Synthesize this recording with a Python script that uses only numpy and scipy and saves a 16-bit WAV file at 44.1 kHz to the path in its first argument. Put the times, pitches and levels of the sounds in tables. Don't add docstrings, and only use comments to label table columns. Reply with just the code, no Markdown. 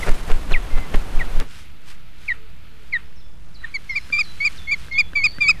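import sys
import numpy as np
from scipy import signal
from scipy.fft import rfft, irfft
from scipy.io import wavfile

SR = 44100
rng = np.random.default_rng(int(sys.argv[2]) if len(sys.argv) > 2 else 0)


def dump(signal):
    limited = np.clip(np.atleast_2d(signal).T, -1, 1)
    pcm = np.round(limited * 32767).astype(np.int16)
    wavfile.write(sys.argv[1], SR, pcm)


N = 246959
TIME = np.arange(N) / SR

# frequency_hz, gain_db
THROAT = [(2600, 0.5), (2950, -1.5), (3500, -1), (5150, -5.5), (5600, -16), (6400, -1.5), (7600, -0.5),
          (9200, 8.5), (10200, -13.5), (14000, -8)]
def osprey_calls():
    return filtered(yelps() + chirps(), THROAT)


# frequency_hz, gain_db
HUSK_COLOUR = [(600, -25.5), (1200, 0), (2700, -1.5), (4500, -15.5), (14000, -32.5)]
# start_s, hold_s, end_s, first_hz, last_hz, start_db, end_db, octave_db
YELPS = [(.021, 0.0021, 0.043, 2280, 1925, -19.5, -24.5, -20),
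         (.511, 0.017, .581, 4150, 1805, -13, -28.5, -33),
         (1.179, .006, 1.231, 3460, 1793, -37.5, -19.5, -26),
         (2.276, 0.0016, 2.333, 2830, 1815, -16.5, -27.5, -22),
         (2.919, 0.0013, 2.977, 2693, 1800, -22, -18.5, -18), (3.631, 0, 3.66, 2090, 1730, -26, -32.5, -20)]
def yelps(glide_s=0.01, sag_hz_per_s=4820, off_tune_db=-13, husk_db=-46.5):
    out, husk = np.zeros(N), np.zeros(N)
    for start, hold, end, first_hz, last_hz, start_db, end_db, octave_db in YELPS:
        t = np.arange(start, end, 1 / SR)
        falling = np.maximum(t, start + hold)
        sag = sag_hz_per_s * (end - falling)
        hz = swoop(falling, first_hz - sag[0], last_hz, glide_s) + sag
        db = np.linspace(start_db, end_db, len(t)) + off_tune_db * np.clip((hz - 2500) / 600, 0, 1)
        voice = syrinx(hz, octave_db, rasp_db=-33.5, upper_db=-13, flutter_db=2.7, hiss_db=-4.5)
        add(out, start, amp(db) * fade(t, 0.018, 0.012) * voice)
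        husk += swell(end, half_s=0.027)
    return out + amp(husk_db) * husk * noise(HUSK_COLOUR)


# start_s, crest_s, first_hz, held_hz, crest_hz, onset_db, crest_db, octave_db
CHIRPS = [(3.738, 3.746, 2370, 2330, 2293, -30, -24, -9.5),
          (3.89, 3.963, 2180, 2016, 2400, -22, -19, -13.5),
          (4.121, 4.195, 2372, 2353, 2506, -17, -15.5, -8.5),
          (4.399, 4.457, 2186, 2286, 2452, -22, -16, -10),
          (4.666, 4.722, 2145, 2193, 2379, -33.5, -17, -13),
          (4.909, 4.991, 2126, 2190, 2473, -28, -13.5, -11), (5.151, 5.246, 2334, 2173, 2512, -16, -14, -9),
          (5.403, 5.491, 2413, 2252, 2571, -13.5, -10, -7)]
def chirps(push_s=0.016, release_s=0.032, pitch_drop=0.176, weak_under_hz=2230, usual_crest_hz=2495):
    out = np.zeros(N)
    for start, crest, first_hz, held_hz, crest_hz, onset_db, crest_db, octave_db in CHIRPS:
        t = np.arange(start, crest + release_s, 1 / SR)
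        hold = ease((t - start) / max(crest - push_s - start, push_s))
        push = ease(1 + (t - crest) / push_s)
        release = np.clip((t - crest) / release_s, 0, 1)
        note_hz = first_hz + (held_hz - first_hz) * hold
        hz = (note_hz * (1 - push) + crest_hz * push) * (1 - pitch_drop * release ** 1.68)
        held_db = -21 - 0.065 * max(weak_under_hz - held_hz, 0)
        note_db = onset_db + (held_db - onset_db) * hold
        db = note_db * (1 - push) + crest_db * push - 5 * release ** 3
        bright_db = octave_db + 3 * (2 * push - 1) - 9 * release ** 4
        strain_db = 0.0257 * (crest_hz - usual_crest_hz)
        rasp_db = -21.5 + strain_db + 6 * (push - 1) - 6 * release ** 2
        voice = syrinx(hz, bright_db, rasp_db, upper_db=-3.5 + 1.9 * push)
        add(out, start, amp(db) * fade(t, 0.011, 0.015) * voice)
    return out


def syrinx(hz, octave_db, rasp_db, upper_db, jitter=0.0034, flutter_db=1.42, hiss_db=-9):
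    size = len(hz)
    phase = 2 * np.pi * np.cumsum(hz * (1 + jitter * wander(size, 760))) / SR
    upper = sum(amp(db) * np.cos(k * phase) for k, db in ((3, -16), (4, -35), (5, -41)))
    overtones = np.cos(2 * phase) + amp(upper_db + 2 * wander(size, 90)) * upper
    halves = sum(amp(db + 4.2 * wander(size, 100)) * np.cos((k + .5) * phase)
                 for k, db in enumerate((-5.5, -2.5, -7.5, -23.5, -52.5)))
    turbulence = amp(hiss_db) * wander(size, 1300)
    hiss = turbulence * (np.cos(phase) + 1.1 * np.cos(2 * phase) + .12 * np.cos(3 * phase))
    rasp = amp(rasp_db + 2 * wander(size, 49)) * (halves + hiss)
    tone = np.cos(phase) + amp(octave_db) * overtones + rasp
    return np.sqrt(2) * tone * amp(flutter_db * wander(size, 120))


# frequency_hz, gain_db
WHOOSH_COLOUR = [(40, 7), (130, 7), (300, 1), (600, 3), (1000, -5), (1700, -3), (3500, -16.5),
                 (6000, -25.5), (14000, -40)]
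RUSH_COLOUR = [(40, 17.5), (150, 4), (700, 1), (1000, 1), (2200, -3.5), (4000, -8.5), (6000, -12),
               (10000, -13), (14000, -21.5)]
# peak_s, whoosh_delay_s, whoosh_db, whoosh_half_length_s
WINGBEATS = [(0.108, -0.024, -22, 0.011), (.324, -0.02, -23.5, 0.011), (0.532, -.014, -22, 0.0062),
             (0.75, 0.032, -30, 0.0086), (0.96, -0.0134, -19.5, 0.0039), (1.166, 0.052, -35.5, 0.01),
             (1.367, 0.045, -29.5, 0.011)]
def wings(width_s=0.0175, lean=0.27, peak=0.74, braking_db_per_s=1.5, slowing_s=0.27):
    pressure, whoosh = np.zeros(N), np.zeros(N)
    for s, delay, whoosh_db, half_s in WINGBEATS:
        u = (TIME - s) / width_s
        stroke = (1 - u ** 2) * (1 + lean * u) * np.exp(-u ** 2 / 2)
        pressure += amp(-braking_db_per_s * s) * stroke
        whoosh += amp(whoosh_db) * swell(s + delay, half_s)
    wake = amp(-26) * wander(N, 42)
    tips = whoosh * grainy_noise(WHOOSH_COLOUR, depth_db=2, rate_hz=490)
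    rush_db = -42.5 + 10.5 * np.exp(-TIME / slowing_s)
    rush = amp(rush_db + 1.6 * wander(N, 60)) * noise(RUSH_COLOUR)
    return peak * pressure / pressure.max() + tips + flying() * (wake + rush)


def flying(landing_s=1.44, settle_s=0.054):
    return .5 - .5 * np.tanh((TIME - landing_s) / settle_s)


def downwash(gust_db=4, nearing_db_per_s=2):
    gusts = sum(swell(s, half_s=0.044) for s, *_ in WINGBEATS)
    return flying() * amp(gust_db * gusts + nearing_db_per_s * TIME)


# frequency_hz, gain_db
RUSTLE_COLOUR = [(300, -18.5), (1300, 6.5), (3000, 4.5), (5000, 0), (7000, -4.5), (10000, -7.5),
                 (14000, -15.5)]
# peak_s, half_length_s, level_db
SHUFFLES = [(1.564, 0.062, -46), (1.901, 0.024, -44), (2.262, 0.054, -50), (2.9, 0.088, -57.5),
            (4.204, 0.31, -48.5), (4.53, .09, -47), (4.822, .06, -47.5), (5.5, .35, -53.5)]
def rustle(straw_db=-61.5):
    power = amp(straw_db) ** 2 + sum((amp(db) * swell(s, half_s)) ** 2 for s, half_s, db in SHUFFLES)
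    return np.sqrt(power) * grainy_noise(RUSTLE_COLOUR, depth_db=3, rate_hz=1100)


# start_s, relative_db
SNAPS = [(0.093, -24), (0.317, -24), (.958, -26), (1.401, -19)]
def snaps(decay_s=0.0004, gain_db=7.5):
    t, out = np.arange(SR // 20) / SR, np.zeros(N)
    for s, db in SNAPS:
        add(out, s, amp(db) * np.exp(-t / decay_s) * rng.standard_normal(len(t)))
    return amp(gain_db) * filtered(out, RUSTLE_COLOUR)


# pitch_hz, gain_db, t60_s
KNOCK_MODES = [(267, 6, 0.037), (540, 4, 0.018), (1150, -19, 0.0052), (1580, 14.5, 0.011),
               (2600, 4, 0.0063)]
# start_s, relative_db
KNOCKS = [(3.616, -57), (4.102, -41.5), (4.884, -45), (5.134, -40.5), (5.385, -38)]
def knocks():
    t, out = np.arange(SR // 20) / SR, np.zeros(N)
    ring = sum(amp(db - 60 * t / t60) * np.sin(2 * np.pi * hz * t) for hz, db, t60 in KNOCK_MODES)
    for s, db in KNOCKS:
        add(out, s, amp(db) * ring)
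    return out


# start_s, end_s, first_hz, last_hz, level_db
PEEPS = [(.701, .856, 2130, 2040, -42.5), (5.268, 5.296, 4700, 4380, -31.5),
         (5.301, 5.387, 4750, 4550, -47), (5.306, 5.345, 4700, 3100, -51),
         (5.337, 5.412, 1750, 2090, -50.5), (5.533, 5.612, 2300, 1650, -51)]
def peeps():
    out = np.zeros(N)
    for start, end, first_hz, last_hz, db in PEEPS:
        add(out, start, whistle(start, end, first_hz, last_hz, db, glide_s=0.07, dying_db=4))
    return out


# start_s, held_hz, level_db
SONG = [(3.036, 5080, -71), (3.156, 5240, -61.5), (3.194, 3440, -60), (3.54, 3990, -52), (3.89, 5200, -49),
        (3.938, 4120, -54), (4.227, 3993, -43.5), (4.568, 3440, -44), (4.921, 3414, -43)]
def songbird(top_hz=6830, note_s=0.19):
    out = np.zeros(N)
    for start, held_hz, db in SONG:
        add(out, start, whistle(start, start + note_s, top_hz, held_hz, db, glide_s=0.0075, dying_db=12.5))
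    return out


def whistle(start, end, first_hz, last_hz, db, glide_s, dying_db, waver=0.01):
    t = np.arange(start, end, 1 / SR)
    hz = swoop(t, first_hz, last_hz, glide_s) * (1 + waver * wander(len(t), 120))
    gain = amp(db - dying_db * (t - start) / (end - start) + 2 * wander(len(t), 40))
    return np.sqrt(2) * gain * fade(t, 0.0058, 0.0092) * np.sin(2 * np.pi * np.cumsum(hz) / SR)


# start_s, end_s, level_db
HOOTS = [(2.33, 2.522, -56.5), (2.698, 2.882, -60.5), (2.957, 3.185, -65)]
def hoots(pitch_hz=442):
    out = np.zeros(N)
    for start, end, db in HOOTS:
        t = np.arange(start, end, 1 / SR)
        phase = 2 * np.pi * np.cumsum(pitch_hz * (1 + 0.012 * wander(len(t), 30))) / SR
        add(out, start, np.sqrt(2) * amp(db) * fade(t, .05, 0.084) * np.sin(phase))
    return out


# frequency_hz, gain_db
RUMBLE_COLOUR = [(10, -15.5), (30, 6.5), (75, 2.5), (120, -6.5), (165, -2.5), (230, -16.5), (400, -23),
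                 (900, -46)]
AIR_COLOUR = [(60, -5), (250, 3.5), (450, -1), (800, -3), (1500, -7), (4000, -18), (7000, -25),
              (14000, -34)]
LEAF_COLOUR = [(400, -4), (900, -20), (1300, 1.5), (1700, -3), (2400, 1.5), (3400, -3), (4600, -8.5),
               (6000, -33), (14000, -16.5)]
def wind(breeze_from_s=3.3, breeze_db_per_s=3, heave_db=4, lull_s=3.39):
    draught = downwash()
    rise_db = breeze_db_per_s * np.maximum(TIME - breeze_from_s, 0)
    lull_db = -13.5 * swell(lull_s, half_s=0.13)
    buffet = np.hypot(amp(-45 + rise_db), amp(-41) * draught)
    rumble = buffet * (noise(RUMBLE_COLOUR) + amp(heave_db) * wander(N, 8.3))
    air = np.hypot(amp(-58 + rise_db), amp(-44) * draught) * noise(AIR_COLOUR)
    leaves = np.hypot(amp(-54.5 + lull_db), amp(-53.5) * draught) * noise(LEAF_COLOUR)
    return rumble + air + leaves * amp(0.97 * wander(N, 11))


def forest_echo(x, echo_db=-30.5, t60_s=0.27, echoes_per_s=2000):
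    t = np.arange(SR) / SR
    taps = rng.standard_normal(SR) * (rng.random(SR) < echoes_per_s / SR)
    taps *= amp(-60 * t / t60_s) * (t > .004)
    return amp(echo_db) * signal.fftconvolve(x, taps / np.linalg.norm(taps))[:N]


def amp(db):
    return 10 ** (np.asarray(db) / 20)


def unit(x):
    return x / np.sqrt(np.mean(x ** 2) + 1e-20)


def add(mix, start_s, sound):
    part = mix[max(round(start_s * SR), 0):][:len(sound)]
    part += sound[:len(part)]


def filtered(x, colour):
    hz, db = np.transpose(colour)
    log_hz = np.log(np.fft.rfftfreq(N, 1 / SR) + 1)
    return irfft(rfft(x) * amp(np.interp(log_hz, np.log(hz), db)), N)


def noise(colour):
    return unit(filtered(rng.standard_normal(N), colour))


def grainy_noise(colour, depth_db, rate_hz):
    grains = rng.standard_normal(N) * amp(depth_db * wander(N, rate_hz))
    return unit(filtered(grains, colour))


def wander(size, rate_hz):
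    hz = np.fft.rfftfreq(SR if size < SR else size + 1, 1 / SR)
    spectrum = rfft(rng.standard_normal(2 * len(hz) - 2))
    return unit(irfft(spectrum * np.exp(-(hz / rate_hz) ** 2)))[:size]


def swoop(t, first_hz, last_hz, glide_s):
    left = np.exp(-(t - t[0]) / glide_s)
    return last_hz + (first_hz - last_hz) * (left - left[-1]) / (1 - left[-1])


def swell(peak_s, half_s):
    return 1 / np.sqrt(1 + ((TIME - peak_s) / half_s) ** 4)


def ease(x):
    return np.sin(np.pi / 2 * np.clip(x, 0, 1)) ** 2


def fade(t, rise_s, fall_s):
    return ease((t - t[0]) / rise_s) * ease((t[-1] - t) / fall_s)


def scene():
    calls = osprey_calls()
    whistles = songbird() + peeps()
    birds = calls + whistles + forest_echo(calls + amp(24.5) * whistles) + hoots()
    return (birds + wings() + rustle() + snaps() + knocks() + wind())[None]


def record(dry):
    offset, edge_hz = 0.045, 14100
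    lowpass = signal.firwin(511, edge_hz, window=("kaiser", 9), fs=SR)
    return signal.oaconvolve(dry + offset, lowpass[None], "same")


dry = scene()
out = record(dry)
dump(out)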